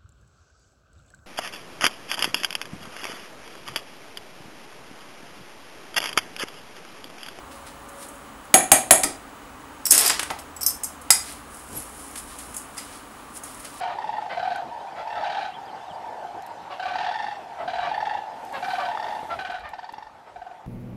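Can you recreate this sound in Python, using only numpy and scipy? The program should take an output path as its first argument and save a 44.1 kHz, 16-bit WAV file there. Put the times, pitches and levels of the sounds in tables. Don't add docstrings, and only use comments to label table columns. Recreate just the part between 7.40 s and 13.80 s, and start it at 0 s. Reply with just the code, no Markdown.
import sys
import numpy as np
from scipy import signal
from scipy.fft import rfft, irfft, next_fast_len
from scipy.io import wavfile
from scipy.ndimage import uniform_filter1d

SR = 44100
rng = np.random.default_rng(int(sys.argv[2]) if len(sys.argv) > 2 else 0)


def store_wav(level_fs):
    pcm = np.round(np.clip(np.atleast_2d(level_fs), -1, 1) * 32767)
    wavfile.write(sys.argv[1], SR, pcm.T.astype(np.int16))


def magnitude_from_level(level_db):
    exponent = np.asarray(level_db, float) / 20
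    return 10 ** exponent


N = 282372
SWELL_DB = 20


def evened(x):
    return x / np.sqrt(np.mean(x ** 2) + 1e-20)


def read(points, hz):
    f, value = np.transpose(points)
    return np.interp(np.log(hz + 1), np.log(f + 1), value)


def curve(rows, column=1, quiet=-120):
    rows = np.array(rows)
    return np.interp(np.arange(N) / SR, rows[:, 0], rows[:, column], quiet, quiet)


def add(mix, s, sound):
    part = mix[round(s * SR):][:len(sound)]
    part += sound[:len(part)]


def coloured(x, points):
    size = next_fast_len(len(x))
    gain = magnitude_from_level(read(points, np.fft.rfftfreq(size, 1 / SR)))
    return evened(irfft(rfft(x, size) * gain, size)[:len(x)])


def band(x, lo_hz, hi_hz):
    return evened(signal.sosfilt(signal.butter(2, [lo_hz, hi_hz], "bandpass", fs=SR, output="sos"), x))


def tone(hz, level, waver):
    hz = hz * (1 + waver * evened(uniform_filter1d(rng.standard_normal(N), 200)))
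    return np.sqrt(2) * level * np.sin(2 * np.pi * np.cumsum(hz) / SR)


def swells(rows):
    t = np.arange(0, N / SR, .001)
    power = 0
    for s, db, rise, fall in rows:
        away = np.minimum(np.maximum((s - t) / rise, (t - s) / fall), 5)
        power = power + magnitude_from_level(2 * (db - SWELL_DB * away))
    return np.interp(np.arange(N) / SR, t, np.sqrt(power))


def grains(per_s, spread_db):
    size = magnitude_from_level(spread_db * np.minimum(rng.exponential(1, N), 5)) * rng.choice([-1, 1], N)
    return size * (rng.random(N) < per_s / SR)


# [dB per Hz, relative]
WASH = [(12, -51), (20, -26.5), (60, -6), (204, -15.5), (293, 1.5), (328, -11), (367, -5.5), (660, -5),
        (738, -3), (1190, -2), (1710, -9.5), (5530, -24.5), (7950, -21.5), (11800, -29), (16000, -27)]
# pitch_hz, width_hz, level_db [relative]
FUZZY_TONES = [(257.6, 135, 1), (1180, 82, -1), (2990, 170, -13), (6700, 50, -13), (7900, 90, -19),
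               (8900, 46, -20.5), (9250, 34, -12), (10100, 100, -11), (13100, 91, -38)]
# pitch_hz, level_db
WHINE = [(15665, -68.5)]
WASH_DB, FUZZY_TONES_DB = -44, -51.5


def floor():
    wash = magnitude_from_level(WASH_DB) * coloured(rng.standard_normal(N), WASH)
    hz = np.fft.rfftfreq(N, 1 / SR)
    shape = sum(magnitude_from_level(db) / (1 + (2 * (hz - f) / width) ** 4) for f, width, db in FUZZY_TONES)
    fuzzy = magnitude_from_level(FUZZY_TONES_DB) * evened(irfft(rfft(rng.standard_normal(N)) * shape, N))
    t = np.arange(N) / SR
    whine = sum(np.sqrt(2) * magnitude_from_level(db) * np.sin(2 * np.pi * f * t) for f, db in WHINE)
    return wash + fuzzy + whine


def rumble():
    slow = uniform_filter1d(uniform_filter1d(rng.standard_normal(N), size=6000), size=6000)
    waver_db = 1.5 * evened(slow)
    return magnitude_from_level(-57.5 + waver_db) * band(rng.standard_normal(N), 28.4, 80)


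MAINS_HZ, MAINS_DB = 58.4, -64
MOTOR_HZ, MOTOR_DB = 145, -62.5


def appliance_hum():
    return tone(MAINS_HZ, magnitude_from_level(MAINS_DB), 0.034) + tone(MOTOR_HZ, magnitude_from_level(MOTOR_DB), 0.038)


# peak_s, level_db, rise_s, fall_s, dull_db [dull part relative to level_db]
RUBS = [(.114, -51.5, .012, 0.25, 1), (.268, -50, .02, 0.12, 3.5), (.492, -53, .02, .08, -15),
        (.63, -41, 0.099, 0.086, -6.5), (.75, -54, .1, .3, -16), (1.054, -53, .04, .03, -10),
        (3.9, -39.5, 0.21, 0.15, -2.5), (4.149, -45, 0.11, .35, -13), (4.369, -37.5, 0.13, 0.23, -11),
        (4.6, -43.5, 0.23, 0.92, -12), (4.78, -33, 0.029, 0.06, -9.5), (4.9, -47, 0.072, 0.5, -4),
        (4.989, -41, .015, .2, -8.5), (5.18, -39.5, 0.1, .1, -17), (5.384, -38, .03, 0.097, -1.5),
        (5.56, -48, 0.53, 0.16, -0.5), (5.8, -57, .5, .5, -5), (5.969, -36.5, 0.046, 0.044, -10),
        (6.045, -43, 0.033, 0.44, -7), (6.2, -42, 0.012, .05, -9), (6.25, -45.5, .03, 0.11, 3),
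        (6.39, -47, .3, .2, -2)]
# [dB per Hz, relative]
RUSTLE = [(2940, -61), (5000, -10), (5430, -10), (5960, -11.5), (6570, -8), (8500, -2), (9830, 2),
          (14100, -17.5), (16000, -37)]


def rustle():
    hiss = coloured(rng.standard_normal(N), RUSTLE)
    crackle = coloured(grains(1457, 6.1), RUSTLE)
    bright = evened(hiss + .5 * crackle)
    dull = band(grains(1700, 0.96), 1400, 5800)
    bright_rows = [row[:-1] for row in RUBS]
    dull_rows = [(s, db + dull_db, 0.76 * rise, 0.8 * fall) for s, db, rise, fall, dull_db in RUBS]
    return swells(bright_rows) * bright + swells(dull_rows) * dull


# peak_s, level_db, rise_s, fall_s
MOANS = [(.15, -51, 0.24, 0.32), (.55, -49, 0.33, 0.65)]
MOAN_HZ, MOAN_CLIMB_HZ_PER_S = 552, 15.65


def moan():
    return tone(MOAN_HZ + MOAN_CLIMB_HZ_PER_S * np.arange(N) / SR, swells(MOANS), .002)


def resonances(modes, grip_t60, hz, place_db):
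    mode_hz, db, t60 = np.transpose(modes)[:, :, None]
    width = 2.2 * (1 / t60 + 1 / grip_t60)
    power = magnitude_from_level(2 * (db + place_db[:len(modes), None])) / (1 + (2 * (hz - mode_hz) / width) ** 4)
    return np.sqrt(power.sum(0))


def chatter(noise, t60, rise, hold, shape):
    t = np.arange(len(noise)) / SR
    onset = np.minimum(t / rise, 1)
    envelope = magnitude_from_level(-60 * np.maximum(t - hold, 0) / t60) * onset
    for _ in range(4):
        noise = envelope * noise / np.sqrt(abs(uniform_filter1d(noise ** 2, size=200)) + 1e-20)
        noise = irfft(np.exp(1j * np.angle(rfft(noise))) * shape)
    fade = np.clip(2 - 2 * (t - hold) / t60, 0, 1)
    same_energy = np.sqrt(np.mean(noise ** 2) / np.mean(magnitude_from_level(-120 * t / t60)))
    return noise * onset * fade / same_energy


# pitch_hz, level_db [relative], t60_s [when free]
SPOON = [(6630, 2.5, 0.36), (7210, -17, .2), (7560, 1.5, 0.15), (8410, -16, 0.312), (8390, 5, .2),
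         (9260, -5.5, 0.27), (9100, -6.5, .2), (9300, 2.5, 0.13), (10210, 5, 0.24), (9690, 4.5, 0.23),
         (10720, -3, .2), (11490, -23, .2), (11400, -6.5, .1), (11600, 1.5, 0.102), (12400, -13, .05),
         (14230, -5, 0.051), (15200, -20.5, .05)]
# pitch_hz, level_db [relative]
CLICK = [(150, -15.5), (500, -4), (1500, 1), (3000, -3.5), (5000, -9), (9000, -19), (13000, -34),
         (17000, -47)]
LINGER_S = .004


def blows(table, thing, grip_t60, ring_t60, place_db, spoon_t60, rise, detune):
    out, hz = np.zeros(N), np.fft.rfftfreq(4096, 1 / SR)
    chance = rng.standard_normal((len(table), 2, 20))
    noise = rng.standard_normal((len(table), 3, 4096))
    for (s, spoon_db, thing_db, click_db, tilt_db), u, n in zip(table, chance, noise):
        tilt = magnitude_from_level(tilt_db * np.log2(hz / 2500 + 0.25))
        hold = LINGER_S * np.clip(-max(spoon_db, thing_db, click_db) / 20, 0, 2)
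        spoon = resonances(SPOON, .0052, hz * (1 + .012 * u[0, -1]), 2 * u[0])
        body = tilt * resonances(thing, grip_t60, hz * (1 + detune * u[1, -1]), place_db * u[1])
        click = tilt * magnitude_from_level(read(CLICK, hz))
        add(out, s, magnitude_from_level(spoon_db) * chatter(n[0], spoon_t60, rise, hold, spoon))
        add(out, s, magnitude_from_level(thing_db) * chatter(n[1], ring_t60, rise, hold, body))
        add(out, s, magnitude_from_level(click_db) * chatter(n[2], 0.021, 0.00034, hold, click))
    return out


# start_s, spoon_db, rim_db, click_db, tilt_db [brightness per octave]
RIM_TAPS = [(.265, -44, -43, -44, -9), (1.637, -31, -20, -35, -5.5), (2.6964, -15.5, -15.5, -18, 1.5),
            (2.7025, -30, -25, -13.5, 0.5), (2.794, -20.5, -45, -15.5, 3.5), (2.8290, -23, -36, -21.5, -1),
            (2.902, -40, -56, -20.5, 0.5), (2.9075, -31, -23, -28, -17), (3.704, 1, -6.5, -12.5, 1),
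            (4.7554, -31, -71, -31, 3), (5.369, -39, -39, -55, -5), (5.3783, -28, -31, -47, -1.5),
            (6.2462, -32.5, -40, -40, -6)]
# pitch_hz, level_db [relative], t60_s [when free]
RIM = [(800, -11, 0.5), (902, -10.5, .6), (1310, -10, .1), (1850, -14, .1), (2040, -5, .3), (2220, -22, .2),
       (2480, -10, 0.36), (3200, -34, 0.19), (3725, -10.5, 0.13), (4370, -10.5, .2), (4950, 2.5, 0.21),
       (5185, -4.5, 0.19), (5650, -5, 0.17), (6400, -15.5, .2), (7650, 0, 0.37), (7740, -7.5, 0.22)]


def rim_taps():
    return blows(RIM_TAPS, RIM, 0.016, 0.059, 0.51, 0.028, .0015, 0.0013)


# start_s, spoon_db, fork_db, click_db
CLINKS = [(0.486, -42, -56, -58), (0.6844, -36.5, -57, -58), (2.4532, -20.5, -18, -33),
          (2.464, -19.5, -18, -27), (2.5079, -8, -8, -38), (2.5194, -2.5, -24, -32), (2.545, -16, -30, -25),
          (2.5773, -9, -13.5, -22), (2.6084, -14, -18, -42), (2.6602, -24, -15, -28),
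          (2.6764, -13.5, -34, -34), (2.987, -36.5, -44, -34.5), (2.992, -41, -42, -48),
          (3.1626, -43, -32.5, -57), (3.2083, -29, -31, -40), (3.2144, -30, -27, -41),
          (3.2296, -29, -20.5, -38), (3.2623, -11.5, -11, -33), (3.2808, -36, -27, -36),
          (3.3015, -38, -27, -39), (3.4334, -19, -35, -39), (3.4412, -23, -26, -43),
          (3.6132, -38.5, -48, -52), (4.985, -33.5, -55, -43), (5.142, -30.5, -48, -39),
          (5.1647, -23.5, -42, -42), (6.0347, -30, -54, -55)]
# pitch_hz, level_db [relative], t60_s [when free]
FORK = [(4040, -18, .3), (4740, -7, .4), (5220, -2.5, .2), (5540, -3, .4), (6030, -8, .2), (7720, -2, 0.22),
        (9000, -18.5, .3), (8900, -3, .2), (9540, -11, .2), (10700, -3.5, .3), (11020, -16, 0.17),
        (12170, -1.5, .25), (13700, -31.5, 0.091), (14200, -8.5, .08)]
CLINK_TILT_DB = 3.4


def clinks():
    tilted = [(*row, CLINK_TILT_DB) for row in CLINKS]
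    return blows(tilted, FORK, 0.012, 0.055, 6.6, 0.035, 0.0017, 0.0078)


# start_s, spoon_db, bowl_db, click_db, tilt_db [brightness per octave]
KNOCKS = [(1.1406, 5, -6.5, -4.5, 0), (1.3169, 4.5, -7, -5, 2.6), (1.508, 6, -7, -4, 1.5),
          (1.6338, -14, -27.5, -14, 12), (1.641, -14.5, -30, -23.5, -16)]
# pitch_hz, level_db [relative], t60_s [when free]
BOWL = [(119.7, -22, 0.122), (159, -23, 0.2), (250, -13.5, .3), (300, -15, .3), (359, -15, .2),
        (550, -9.5, 0.55), (623, -5, 0.47), (653, -3.5, 0.74), (698, -8, .3), (753, -2.5, 0.44),
        (927, -13.5, 0.15), (1287, -16.5, 0.18), (1510, -34.5, .2), (1863, -10, 0.024), (2352, -10, 0.057),
        (2890, -27.5, .2), (3314, -22, .15)]


def knocks():
    return blows(KNOCKS, BOWL, 0.031, 0.081, 2.6, 0.03, 0.0014, .008)


# peak_s, level_db, rise_s, fall_s
THUDS = [(1.146, -36, .005, .08), (1.322, -47, .005, .08), (1.513, -36, 0.0046, .08),
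         (3.708, -37, 0.0047, 0.043), (4.355, -37, 0.079, 0.11), (5.1, -45, .06, 0.055)]


def thuds():
    return swells(THUDS) * band(rng.standard_normal(N), 25, 380)


# peak_s, level_db, rise_s, fall_s
BOOMS = [(1.655, -33.5, .025, 0.11), (2.525, -36, .02, 0.073)]


def booms():
    return swells(BOOMS) * band(rng.standard_normal(N), 252, 395)


# time_s, pitch_hz, level_db
DRONE = [(2.1, 93.2, -69), (2.9, 83.9, -60), (3.3, 78.1, -54.5), (3.75, 73.2, -59), (4.3, 66, -58),
         (4.8, 58.8, -53), (5.2, 58, -62.5), (5.6, 59.7, -69)]


def far_engine():
    return tone(curve(DRONE, quiet=0), magnitude_from_level(curve(DRONE, column=2)), 0.027)


def ring(modes, grip_t60, spread_db, split, chance):
    hz, db, t60 = np.repeat(modes, 3, axis=0).T[:, :, None]
    t, u = np.arange(SR // 12) / SR, chance[:len(hz), :, None]
    size = magnitude_from_level(db + spread_db * u[:, 0])
    fall_db = 60 * t * (1 / t60 + 1 / grip_t60)
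    wave = np.sin(2 * np.pi * hz * (1 + split * u[:, 1]) * t + 10 * u[:, 2])
    contact = np.minimum(t / 0.00061, 1) ** 2
    return contact * (size * magnitude_from_level(-fall_db) * wave).sum(0) / np.linalg.norm(size)


# peak_s, level_db, rise_s, fall_s
SLIDES = [(2.512, -4.5, 0.0067, 0.011), (2.552, -17.5, .03, .06), (2.59, -19, .02, .08),
          (2.672, -20, 0.099, 0.025)]
SCRAPE_S, SCRAPE_DB, SCRAPE_HOLD_S, SCRAPE_FALL_S = 2.508, -27, 0.18, 0.15


def slide():
    fork = np.zeros(N)
    for chance in rng.standard_normal((3, 60, 3)):
        fork += signal.oaconvolve(grains(90, 3.8), ring(FORK, 0.018, 4, 0.041, chance))[:N]
    spoon_ring = ring(SPOON, 0.028, 3.4, 0.0343, rng.standard_normal((60, 3)))
    spoon = signal.oaconvolve(grains(374, 3.1), spoon_ring)[:N]
    crackle = coloured(grains(2000, 2.2), RUSTLE)
    bright = evened(evened(fork) + 0.49 * evened(spoon) + .5 * crackle)
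    since = np.arange(N) / SR - SCRAPE_S
    drop_db = SWELL_DB * np.maximum(since - SCRAPE_HOLD_S, 0) / SCRAPE_FALL_S
    drag = (since > 0) * magnitude_from_level(SCRAPE_DB - drop_db)
    return swells(SLIDES) * bright + drag * band(grains(1200, 1.3), 340, 5700)


# peak_s, level_db, rise_s, fall_s
SQUEAK = [(4.375, -29, 0.021, 0.032)]
SQUEAK_HZ, SQUEAK_SAG_HZ_PER_S = 11300, 45000


def squeak():
    since = np.arange(N) / SR - SQUEAK[0][0]
    hz = np.clip(SQUEAK_HZ - SQUEAK_SAG_HZ_PER_S * since, 10300, 11900)
    return tone(hz, swells(SQUEAK), .005)


# pitch_hz, t60_s
KITCHEN = [(200, 0.6), (530, 0.43), (1390, 0.32), (3680, 0.33), (9700, 0.28), (15500, 0.19)]
TURNS_PER_S = 1.7


def kitchen(x):
    taps = rng.choice([-1., 1.], (3, SR // 2)) * (rng.random((3, SR // 2)) < .2)
    taps[:, :SR // 300] = 0
    hz, t, z = signal.stft(taps, SR, nperseg=256)
    decay = magnitude_from_level(-60 * t / read(KITCHEN, hz)[:, None])
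    tail = signal.istft(z * decay, SR, nperseg=256)[1]
    turn = 2 * np.pi * TURNS_PER_S * np.arange(N) / SR
    share = np.sqrt(2 / 3) * np.cos(turn + np.arange(3)[:, None] * np.pi / 3)
    return signal.oaconvolve(x * share, tail / np.linalg.norm(tail[0]), axes=1)[:, :N].sum(0)


def scene():
    near = rim_taps() + clinks() + knocks() + slide() + squeak()
    lows = rumble() + appliance_hum() + moan() + thuds() + booms() + far_engine()
    return (near + magnitude_from_level(-6.0) * kitchen(near) + rustle() + floor() + lows)[None]


def low_pass(x):
    return signal.sosfilt(signal.butter(12, 16290, fs=SR, output="sos"), x)


def record(dry):
    edge = signal.firwin(511, 15750, window=("kaiser", 9), fs=SR)
    limited = signal.oaconvolve(dry, edge[None], "same")
    return low_pass(np.clip(limited, -1, 1))


dry = scene()
out = record(dry)
store_wav(out)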